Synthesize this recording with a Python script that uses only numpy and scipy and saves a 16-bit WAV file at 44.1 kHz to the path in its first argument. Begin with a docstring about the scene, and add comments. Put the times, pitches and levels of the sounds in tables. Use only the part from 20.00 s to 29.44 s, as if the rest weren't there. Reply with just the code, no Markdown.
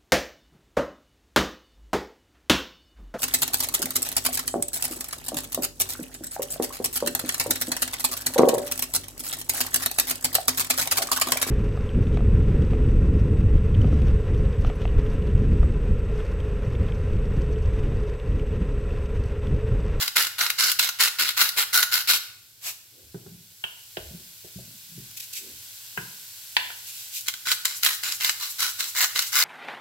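"""A small hard kitchen, a phone's stereo microphone close to a pan of onions on the humming hob.
The cook twists a salt mill over the pan, sets it down, pulls the cap off a pepper mill and grinds again.
Every twist crushes a stream of grains that ring the mill's body, with single loud cracks among them.
Further off to the left, plastic knocks and a cupboard bumps; the room echoes mills and handling.
Steam bubbles burst under the onions, a sizzle that grows as the pan heats."""
import sys
import numpy as np
from scipy import signal
from scipy.fft import rfft, irfft
from scipy.io import wavfile

SR = 44100
rng = np.random.default_rng(int(sys.argv[2]) if len(sys.argv) > 2 else 0)


def log_audio(samples):
    """Write samples as a 16-bit WAV file to the path given in sys.argv[1]."""
    # one column per channel
    frames = np.atleast_2d(samples).T
    # limit to full scale, then quantise
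    limited = np.clip(frames, -1, 1)
    pcm = np.round(limited * 32767).astype(np.int16)
    wavfile.write(sys.argv[1], SR, pcm)


N = 416304
TIME = np.arange(N) / SR
FFT_SIZE = 16384
FREQ = np.maximum(np.arange(FFT_SIZE // 2 + 1) * SR / FFT_SIZE, 1)


def undb(db):
    """Decibels to gain."""
    return 10 ** (np.asarray(db) / 20)


def unit(x):
    """Scale to an energy of one."""
    return x / np.sqrt(np.sum(x ** 2, axis=-1, keepdims=True) + 1e-20)


def on_freq(points):
    """Join (f/Hz, value) points on a log-frequency axis."""
    hz, value = np.transpose(points)
    return np.interp(np.log(FREQ), np.log(hz), value)


def resonance(hz, width, db):
    """A resonant peak in dB."""
    return db / (1 + (2 * (FREQ - hz) / width) ** 2)


def colour(points, modes=()):
    """Gain in dB of a smooth spectrum with resonances on top."""
    return on_freq(points) + sum(resonance(*mode) for mode in modes)


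def tilt(db_per_octave):
    """Slope in dB about 3 kHz, flat below 700 Hz."""
    return db_per_octave * np.log2(np.maximum(FREQ, 700) / 3000)


def edge(ratio, order=4):
    """Roll-off in dB where a frequency ratio passes one."""
    return -10 * np.log10(1 + np.minimum(ratio, 8) ** (2 * order))


def ring(x, db):
    """Pass x through the causal, unit-energy filter shaped like this gain curve."""
    cepstrum = irfft(db * np.log(10) / 20)
    cepstrum[1:FFT_SIZE // 2] *= 2  # fold to minimum phase
    cepstrum[FFT_SIZE // 2 + 1:] = 0
    response = unit(irfft(np.exp(rfft(cepstrum))))
    return signal.fftconvolve(x, response[None], axes=1)


def add(out, s, x):
    """Mix x into out from time s on."""
    i = max(int(s * SR), 0)
    out[:, i:i + x.shape[1]] += x[:, :max(N - i, 0)]


def scatter(t60, length=4096):
    """Dense, dying reflections as mid and side."""
    t = np.arange(int(length)) / SR
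    return unit(rng.standard_normal((2, len(t))) * undb(-60 * t / t60))


def snap(t60, tick_db, worktop_db):
    """A sharp tick, a brief chatter of the shell, then echoes off the pan and worktop."""
    burst = scatter(t60) + undb(worktop_db) * scatter(t60=0.065)
    burst[0, 0] += undb(tick_db)
    return unit(burst)


def grains(samples, rate, spread_db):
    """Random impulses, about rate a second, many small and a few large, with a mean power of one."""
    hit = rng.random(samples) < rate / SR
    size = undb(spread_db * np.minimum(rng.exponential(size=samples), 4))
    sign = rng.choice([-1, 1], samples)
    return unit(hit * size * sign) * np.sqrt(samples)


def patchy(depth_db, points=24):
    """A chance colouring: each stream of grains loads the burr in its own way."""
    heights = depth_db * rng.standard_normal(points)
    return np.interp(np.sqrt(FREQ / FREQ[-1]), np.linspace(0, 1, points), heights)


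def grind(twists, body, bite_db, sag_db, bright, rate, t60, tick_db, worktop_db, patchy_db, places=6):
    """The teeth bite, the push builds, then sags as the grains give way; the crumbs ring the body."""
    out = np.zeros((2, N))
    for s, length, rise, db in twists:
        t = np.arange(int(length * SR)) / SR
        to_peak = np.maximum(1 - t / rise, 0)
        past_peak = np.maximum(t - rise, 0) / (length - rise)
        force = undb(db + bite_db * to_peak ** 2 + sag_db * past_peak ** 1.42)  # sags ever faster
        # every twist catches other grains, so its brightness and colour vary
        load = body + tilt(bright + 0.36 * rng.standard_normal()) + patchy(depth_db=1.18)
        for _ in range(places):  # grains break at several places round the burr
            breaks = force * grains(len(t), rate, spread_db=3.5) / np.sqrt(places)
            crunch = signal.fftconvolve(breaks[None], snap(t60, tick_db, worktop_db), axes=1)
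            add(out, s, ring(crunch, load + patchy(patchy_db)))
    return out


def crack(cracks, body, t60, tick_db, worktop_db):
    """Big grains snap singly; each rings the mill's body and adds a pitch of its own."""
    out = np.zeros((2, N))
    for s, db, bright in cracks:
        grain_hz = 4120 * 2 ** (0.41 * rng.standard_normal())
        tone = body + tilt(bright) + resonance(grain_hz, width=grain_hz / 8, db=7.5)
        for lead_s, gain_db in (.004, -12.5), (0, 0):  # a faint split, then the snap
            add(out, s - lead_s, undb(db + gain_db) * ring(snap(t60, tick_db, worktop_db), tone))
    return out


# twists of the salt mill: t/s, length/s, time to the hardest push/s, level there/dB
SALT_TURNS = [(0, 0.066, 0.0018, -21), (.155, 0.098, 0.014, -16), (.381, 0.11, 0.017, -21.5),
              (.579, .15, 0.016, -16.5), (.792, 0.1, .008, -19), (.987, .1, 0.026, -15),
              (1.185, 0.13, .014, -19.5), (1.367, .12, .03, -16.5), (1.56, 0.079, 0.043, -17.5),
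              (1.727, .118, 0.024, -15.7), (1.914, 0.11, 0.013, -19.5), (2.074, .1, .028, -15)]
# big crystals snapping: t/s, level/dB, brightness/(dB per octave)
SALT_SNAPS = [(.025, 3, 0.5), (.079, 5, -1), (.1635, 5.5, -0.5), (.224, 5.5, 3), (.269, 2.5, -.5),
              (.4104, 7, -2.5), (.464, 3.5, -1.5), (.502, 8, .5), (.6975, 5, 1), (.7166, 8.5, 4),
              (.7936, 12, 0.5), (.890, 4, -0.5), (1.0356, 9.5, 3), (1.197, 6, 1.5), (1.29, 5.5, -1),
              (1.412, 8.5, 0), (1.491, 4, 2.5), (1.743, 7.5, 2), (1.8284, 11, -1), (1.94, 8, 1),
              (2.101, 8.5, -2)]
# colour of breaking salt: f/Hz, level/dB
SALT_COLOUR = [(60, -25), (200, -21.5), (400, -17.5), (700, -15), (1000, -6.5), (1800, -1.5), (3000, -0.5),
               (5000, 1), (6500, -3.5), (7700, -2), (8700, -11.5), (10000, -5), (12000, -2), (15500, -7)]
# resonances of the salt mill's body: f/Hz, width/Hz, level/dB
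SALT_MODES = [(1445, 158, 10.5), (2094, 180, 4), (2830, 270, 3.5), (3850, 60, 6), (4230, 610, 5)]


def salt_mill():
    """Close up, over the pan: hard crystals break in an even, dense crunch."""
    body = colour(SALT_COLOUR, SALT_MODES)
    crunch = grind(SALT_TURNS, body, bite_db=-10.5, sag_db=-11, bright=0.11, rate=200,
                   t60=.014, tick_db=-6, worktop_db=-3.5, patchy_db=3)
    return crunch + crack(SALT_SNAPS, body, t60=0.029, tick_db=-8.5, worktop_db=-4)


# the sizzle as the pan heats: t/s, level/dB
SIZZLE_LEVEL = [(0, -49), (2.5, -55), (3.0, -54), (3.5, -52.5), (4.0, -47.5), (4.7, -47.5), (5.6, -44),
                (6.4, -43.5), (7.1, -42.5), (7.3, -45), (8.5, -41), (9.44, -41)]
# colour of frying onions: f/Hz, level/dB
SIZZLE_COLOUR = [(300, -20.5), (650, -14.5), (1000, -10), (1300, -12), (1500, -2), (1750, -7), (2800, -0.5),
                 (4300, 3), (6800, 1.5), (7900, 2.5), (8700, -4), (10000, -2), (11900, 2), (15500, -1)]


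def sizzle():
    """In the pan: tiny steam bubbles burst under the onions, easing at first, then growing louder."""
    spit = np.array([grains(N, rate=3000, spread_db=3) for _ in range(2)])
    steam = rng.standard_normal((2, N))
    frying = ring(undb(-2.5) * spit + undb(1) * steam, colour(SIZZLE_COLOUR))[:, :N]
    return frying * undb(np.interp(TIME, *np.transpose(SIZZLE_LEVEL)))


# colour of the drone of hob and kitchen: f/Hz, level/dB
HUM_COLOUR = [(25, -33), (50, -6), (75, -6.5), (108, 6.5), (160, -10.5), (250, -13), (450, -15),
              (900, -23.5), (3000, -57)]


def hob_hum():
    """Room tone: the low, steady drone of the hob."""
    return undb(-66.5) * ring(rng.standard_normal((2, N)), colour(HUM_COLOUR))[:, :N]


# colour of sliding grains: f/Hz, level/dB
SLIDE_COLOUR = [(400, -7), (1500, -3), (3000, 1), (5000, 3.5), (8000, 4.5), (8800, -3.5), (12000, 4),
                (15500, -2.5)]
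# resonances of the mill's jar: f/Hz, width/Hz, level/dB
JAR_MODES = [(2570, 360, 6.5), (3900, 1400, 1.5)]


def slide(half_s, db, low_hz):
    """Loose grains run along the jar in a short swell."""
    t = np.arange(-2 * half_s, 2 * half_s, 1 / SR)
    run = np.array([grains(len(t), rate=8000, spread_db=2) for _ in range(2)])
    swell = np.exp(-(t / half_s) ** 2)
    return undb(db) * ring(run * swell, colour(SLIDE_COLOUR, JAR_MODES) + edge(low_hz / FREQ))


# slides in a tilted mill: centre t/s, half length/s, level/dB, lower edge f/Hz
GRAIN_SLIDES = [(2.677, 0.039, -29, 550), (5.177, 0.0083, -32.5, 2100), (5.205, .006, -30.5, 2100),
                (5.235, .02, -39, 2100), (5.336, .006, -31, 2100), (5.373, 0.029, -32, 2040),
                (6.889, .03, -37.5, 2300), (6.992, 0.083, -40, 2300), (7.167, .034, -30, 2500)]


def tilted_mill():
    """Close up: grains shift whenever a mill is tilted."""
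    out = np.zeros((2, N))
    for s, half_s, db, low_hz in GRAIN_SLIDES:
        add(out, s - 2 * half_s, slide(half_s, db, low_hz))
    return out


# soft low swells: centre t/s, level/dB, centre f/Hz
LOW_RUMBLES = [(3.0, -60, 368), (3.08, -57, 65), (3.33, -50.5, 135), (4.04, -48.5, 60), (4.69, -56, 163),
               (4.95, -53.5, 140), (5.46, -55, 333), (5.56, -59, 90), (6.04, -55.5, 170)]


def rumbles(half_s=.07, half_octaves=.55):
    """Further off: soft, muffled low swells of movement and of the cupboard ringing on after a bump."""
    out = np.zeros((2, N))
    t = np.arange(-2 * half_s, 2 * half_s, 1 / SR)
    for s, db, hz in LOW_RUMBLES:
        swell = rng.standard_normal((2, len(t))) * np.exp(-(t / half_s) ** 2)
        band = edge(np.abs(np.log2(FREQ / hz)) / half_octaves, order=3)
        add(out, s + t[0], undb(db) * ring(swell, band))
    return out


# knocks of the mills: t/s, level/dB, brightness/(dB per octave), upper edge f/Hz
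MILL_KNOCKS = [(3.144, -20.5, -12, 2000), (3.262, -28.5, -12, 1900), (3.639, 0.5, 1.5, 3370),
               (3.970, -6.5, -1, 5040), (5.975, 1, -1, 2440), (6.703, -12, -5, 3960)]
# colour of knocked plastic: f/Hz, level/dB
KNOCK_COLOUR = [(100, -27), (400, -19), (650, -16), (950, -5), (1250, -9), (1600, -1.5), (2300, -6),
                (3000, 1.5), (4200, -5.5), (15000, 0)]
# resonances of the knocked mill: f/Hz, width/Hz, level/dB
KNOCK_MODES = [(1505, 280, 7.5), (2820, 550, 5), (3250, 250, 4)]


def knocks():
    """Further off, the mills are handled: hollow plastic taps; a softer contact lacks the top."""
    out = np.zeros((2, N))
    body = colour(KNOCK_COLOUR, KNOCK_MODES)
    for s, db, bright, top_hz in MILL_KNOCKS:
        softness = np.maximum(edge(FREQ / top_hz, order=7), -24)
        tap = snap(t60=0.039, tick_db=-6.5, worktop_db=-4)
        add(out, s, undb(db) * ring(tap, body + tilt(bright) + softness))
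    return out


# dull blows on cupboard and worktop: t/s, level/dB, upper edge f/Hz
CUPBOARD_BLOWS = [(3.144, -7.5, 367), (3.262, -15.5, 370), (3.639, -18, 910), (3.970, -7, 900),
                  (4.108, -14, 221), (4.145, -12, 263), (4.444, -18.5, 636), (4.558, -8, 205),
                  (4.587, -19, 700), (4.978, -12, 260), (5.975, -7.5, 327)]
# colour of a blow: f/Hz, level/dB
BUMP_COLOUR = [(30, -32), (50, -7), (80, -7), (130, 0.5), (195, -4.5), (260, -13), (400, 0), (600, -4),
               (1500, -11)]
# resonances of the cupboard's panels: f/Hz, width/Hz, level/dB
PANEL_MODES = [(122, 26, 6.5), (146, 29, 0.5), (184.4, 14, 7), (357, 90, 6), (630, 100, 7.5)]


def cupboard_bumps(rattle_cycles=51):
    """Further off, blows on the cupboard boom and rattle in its low panel modes."""
    out = np.zeros((2, N))
    body = colour(BUMP_COLOUR, PANEL_MODES)
    for s, db, top_hz in CUPBOARD_BLOWS:
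        blow = scatter(t60=rattle_cycles / top_hz, length=SR / 4)  # duller blows last longer
        blow[0, 0] += undb(-5.5)  # the impact itself
        add(out, s, undb(db) * ring(blow, body + edge(FREQ / top_hz)))
    return out


# colour of the popping cap: f/Hz, level/dB
CAP_COLOUR = [(200, -30.5), (550, -18.5), (950, -4.5), (1250, -16), (1580, -0.5), (2050, -2.5),
              (2900, -0.5), (4500, -7), (6500, -22.5), (15000, -28)]


def cap_pop(s, db):
    """Further off, the pepper mill's cap pops off its rim with a dry plastic crack."""
    out = np.zeros((2, N))
    pop = snap(t60=0.036, tick_db=-5, worktop_db=-8)
    add(out, s, undb(db) * ring(pop, colour(CAP_COLOUR)))
    return out


# twists of the pepper mill: t/s, length/s, time to the hardest push/s, level there/dB
PEPPER_TURNS = [(7.258, .07, 0.0063, -35.5), (7.453, 0.088, 0.074, -22.5), (7.65, 0.12, .006, -29),
                (7.828, .12, .02, -20.5), (8.03, .12, .02, -25.5), (8.2, 0.11, 0.066, -23),
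                (8.398, 0.11, .022, -28), (8.582, 0.12, 0.047, -21.5), (8.78, .11, 0.014, -27),
                (8.949, .11, 0.089, -18), (9.145, 0.13, .029, -26), (9.32, 0.12, 0.071, -16.5)]
# peppercorns snapping: t/s, level/dB, brightness/(dB per octave)
PEPPER_SNAPS = [(7.209, -6.5, 6.5), (7.2838, 7.5, 0), (7.339, -4, -0.5), (7.4704, 1.5, -3.5),
                (7.517, 10.5, -1), (7.6538, 10, 0.2), (7.8327, 9, 1.5), (7.849, 9.5, 5), (7.8627, 9.5, -1),
                (8.035, 1, 0.5), (8.122, 2, 2), (8.2087, 0.5, -1), (8.2466, 7.5, -1.5), (8.2945, 8, -2),
                (8.6044, 5, 2.5), (8.8063, 5, 0), (9.044, 6.5, -3), (9.1595, 5, -2), (9.1918, 9, 1),
                (9.2234, 1, 3), (9.4248, 8, -1.5)]
# colour of breaking pepper: f/Hz, level/dB
PEPPER_COLOUR = [(60, -23.5), (200, -21), (400, -19), (700, -16), (1000, -6), (1800, -0.5), (3000, 0.1),
                 (5000, 2.5), (6500, -0.5), (7700, 2), (8700, -9.5), (10000, -4), (12000, -3), (15500, -6)]
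# resonances of the pepper mill's body: f/Hz, width/Hz, level/dB
PEPPER_MODES = [(1488, 210, 9.5), (2076, 130, 5.7), (2930, 310, 3.1), (3820, 90, 4.8), (4070, 300, 6.2)]


def pepper_mill():
    """Close up: peppercorns break in a quieter rasp that falls away further after each push."""
    body = colour(PEPPER_COLOUR, PEPPER_MODES)
    crunch = grind(PEPPER_TURNS, body, bite_db=-11, sag_db=-13, bright=.1, rate=260,
                   t60=0.013, tick_db=-7, worktop_db=-1.5, patchy_db=3.5)
    return crunch + crack(PEPPER_SNAPS, body, t60=0.02, tick_db=-6.5, worktop_db=-2)


def pepper_rattle(lag_s=.002, half_s=0.019):
    """Close up: peppercorns rattle as the wrist swings back after every twist but the first."""
    out = np.zeros((2, N))
    for s, length, _, _ in PEPPER_TURNS[1:]:
        add(out, s + length + lag_s - 2 * half_s, slide(half_s, db=-32.5, low_hz=4940))
    return out


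def kitchen(x, wet_db, low_t60, high_t60, treble_db):
    """The tiled room rings on after the direct sound, its treble dying sooner."""
    low = signal.sosfilt(signal.butter(2, 6000, fs=SR, output="sos"), scatter(low_t60, SR))
    high = signal.sosfilt(signal.butter(2, 6000, "high", fs=SR, output="sos"), scatter(high_t60, SR))
    build_up = np.minimum(np.arange(SR) / SR / 0.0031, 1)
    echo = undb(wet_db) * (low + undb(treble_db) * high) * build_up
    return x + signal.fftconvolve(x, echo, axes=1)[:, :N]


def stereo(x, likeness, left_lead_ms=0):
    """Mid and side to left and right, with the given likeness at each frequency."""
    correlation = np.clip(on_freq(likeness), -.98, .98)
    gains = np.sqrt(np.array([1 + correlation, 1 - correlation]) / 2)
    filters = np.fft.fftshift(irfft(gains), axes=1)
    mid, side = signal.fftconvolve(x, filters, axes=1)[:, FFT_SIZE // 2:FFT_SIZE // 2 + N]
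    return np.array([mid + side, np.roll(mid - side, round(left_lead_ms * SR / 1000))])


# left-right likeness of mills and pan, wide in the middle, nearer mono above 8 kHz: f/Hz, correlation
NEAR_CORRELATION = [(150, 0.86), (400, 0.61), (1100, 0.51), (1600, 0.3), (2600, 0.39), (3300, 0.0053),
                    (6500, -0.045), (8000, 0.49), (10000, 0.56), (12000, 0.69), (15000, 0.67)]
PAN_CORRELATION = [(100, 0.85), (400, 0.72), (800, 0.17), (1800, 0.063), (3200, 0.28), (5000, 0.31),
                   (7000, -0.24), (8300, 0.94), (15000, 0.88)]
# left-right likeness of the handling, wider towards the treble: f/Hz, correlation
FAR_CORRELATION = [(150, 1), (400, 0.72), (1000, 0.29), (4000, 0.18)]


def scene():
    """From the microphone: mills close by over the pan, handling further off to the left."""
    mills = salt_mill() + pepper_mill() + tilted_mill() + pepper_rattle()
    near = kitchen(mills, wet_db=-9.5, low_t60=0.59, high_t60=0.44, treble_db=1)
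    handling = knocks() + cupboard_bumps() + rumbles() + cap_pop(s=6.5668, db=11.5)
    far = kitchen(handling, wet_db=-5, low_t60=0.54, high_t60=0.18, treble_db=-5)
    return (stereo(near + hob_hum(), NEAR_CORRELATION)
            + stereo(far, FAR_CORRELATION, left_lead_ms=0.22)
            + stereo(sizzle(), PAN_CORRELATION))


def record(dry):
    """The phone cuts the bass below 38 Hz, clips peaks at full scale and cuts the top above 15.8 kHz."""
    low_cut = signal.butter(4, 38, "high", fs=SR, output="sos")
    top_cut = signal.ellip(10, .2, 70, 15800, fs=SR, output="sos")
    clipped = np.clip(signal.sosfilt(low_cut, dry), -1, 1)
    return signal.sosfilt(top_cut, clipped)


dry = scene()
out = record(dry)
log_audio(out)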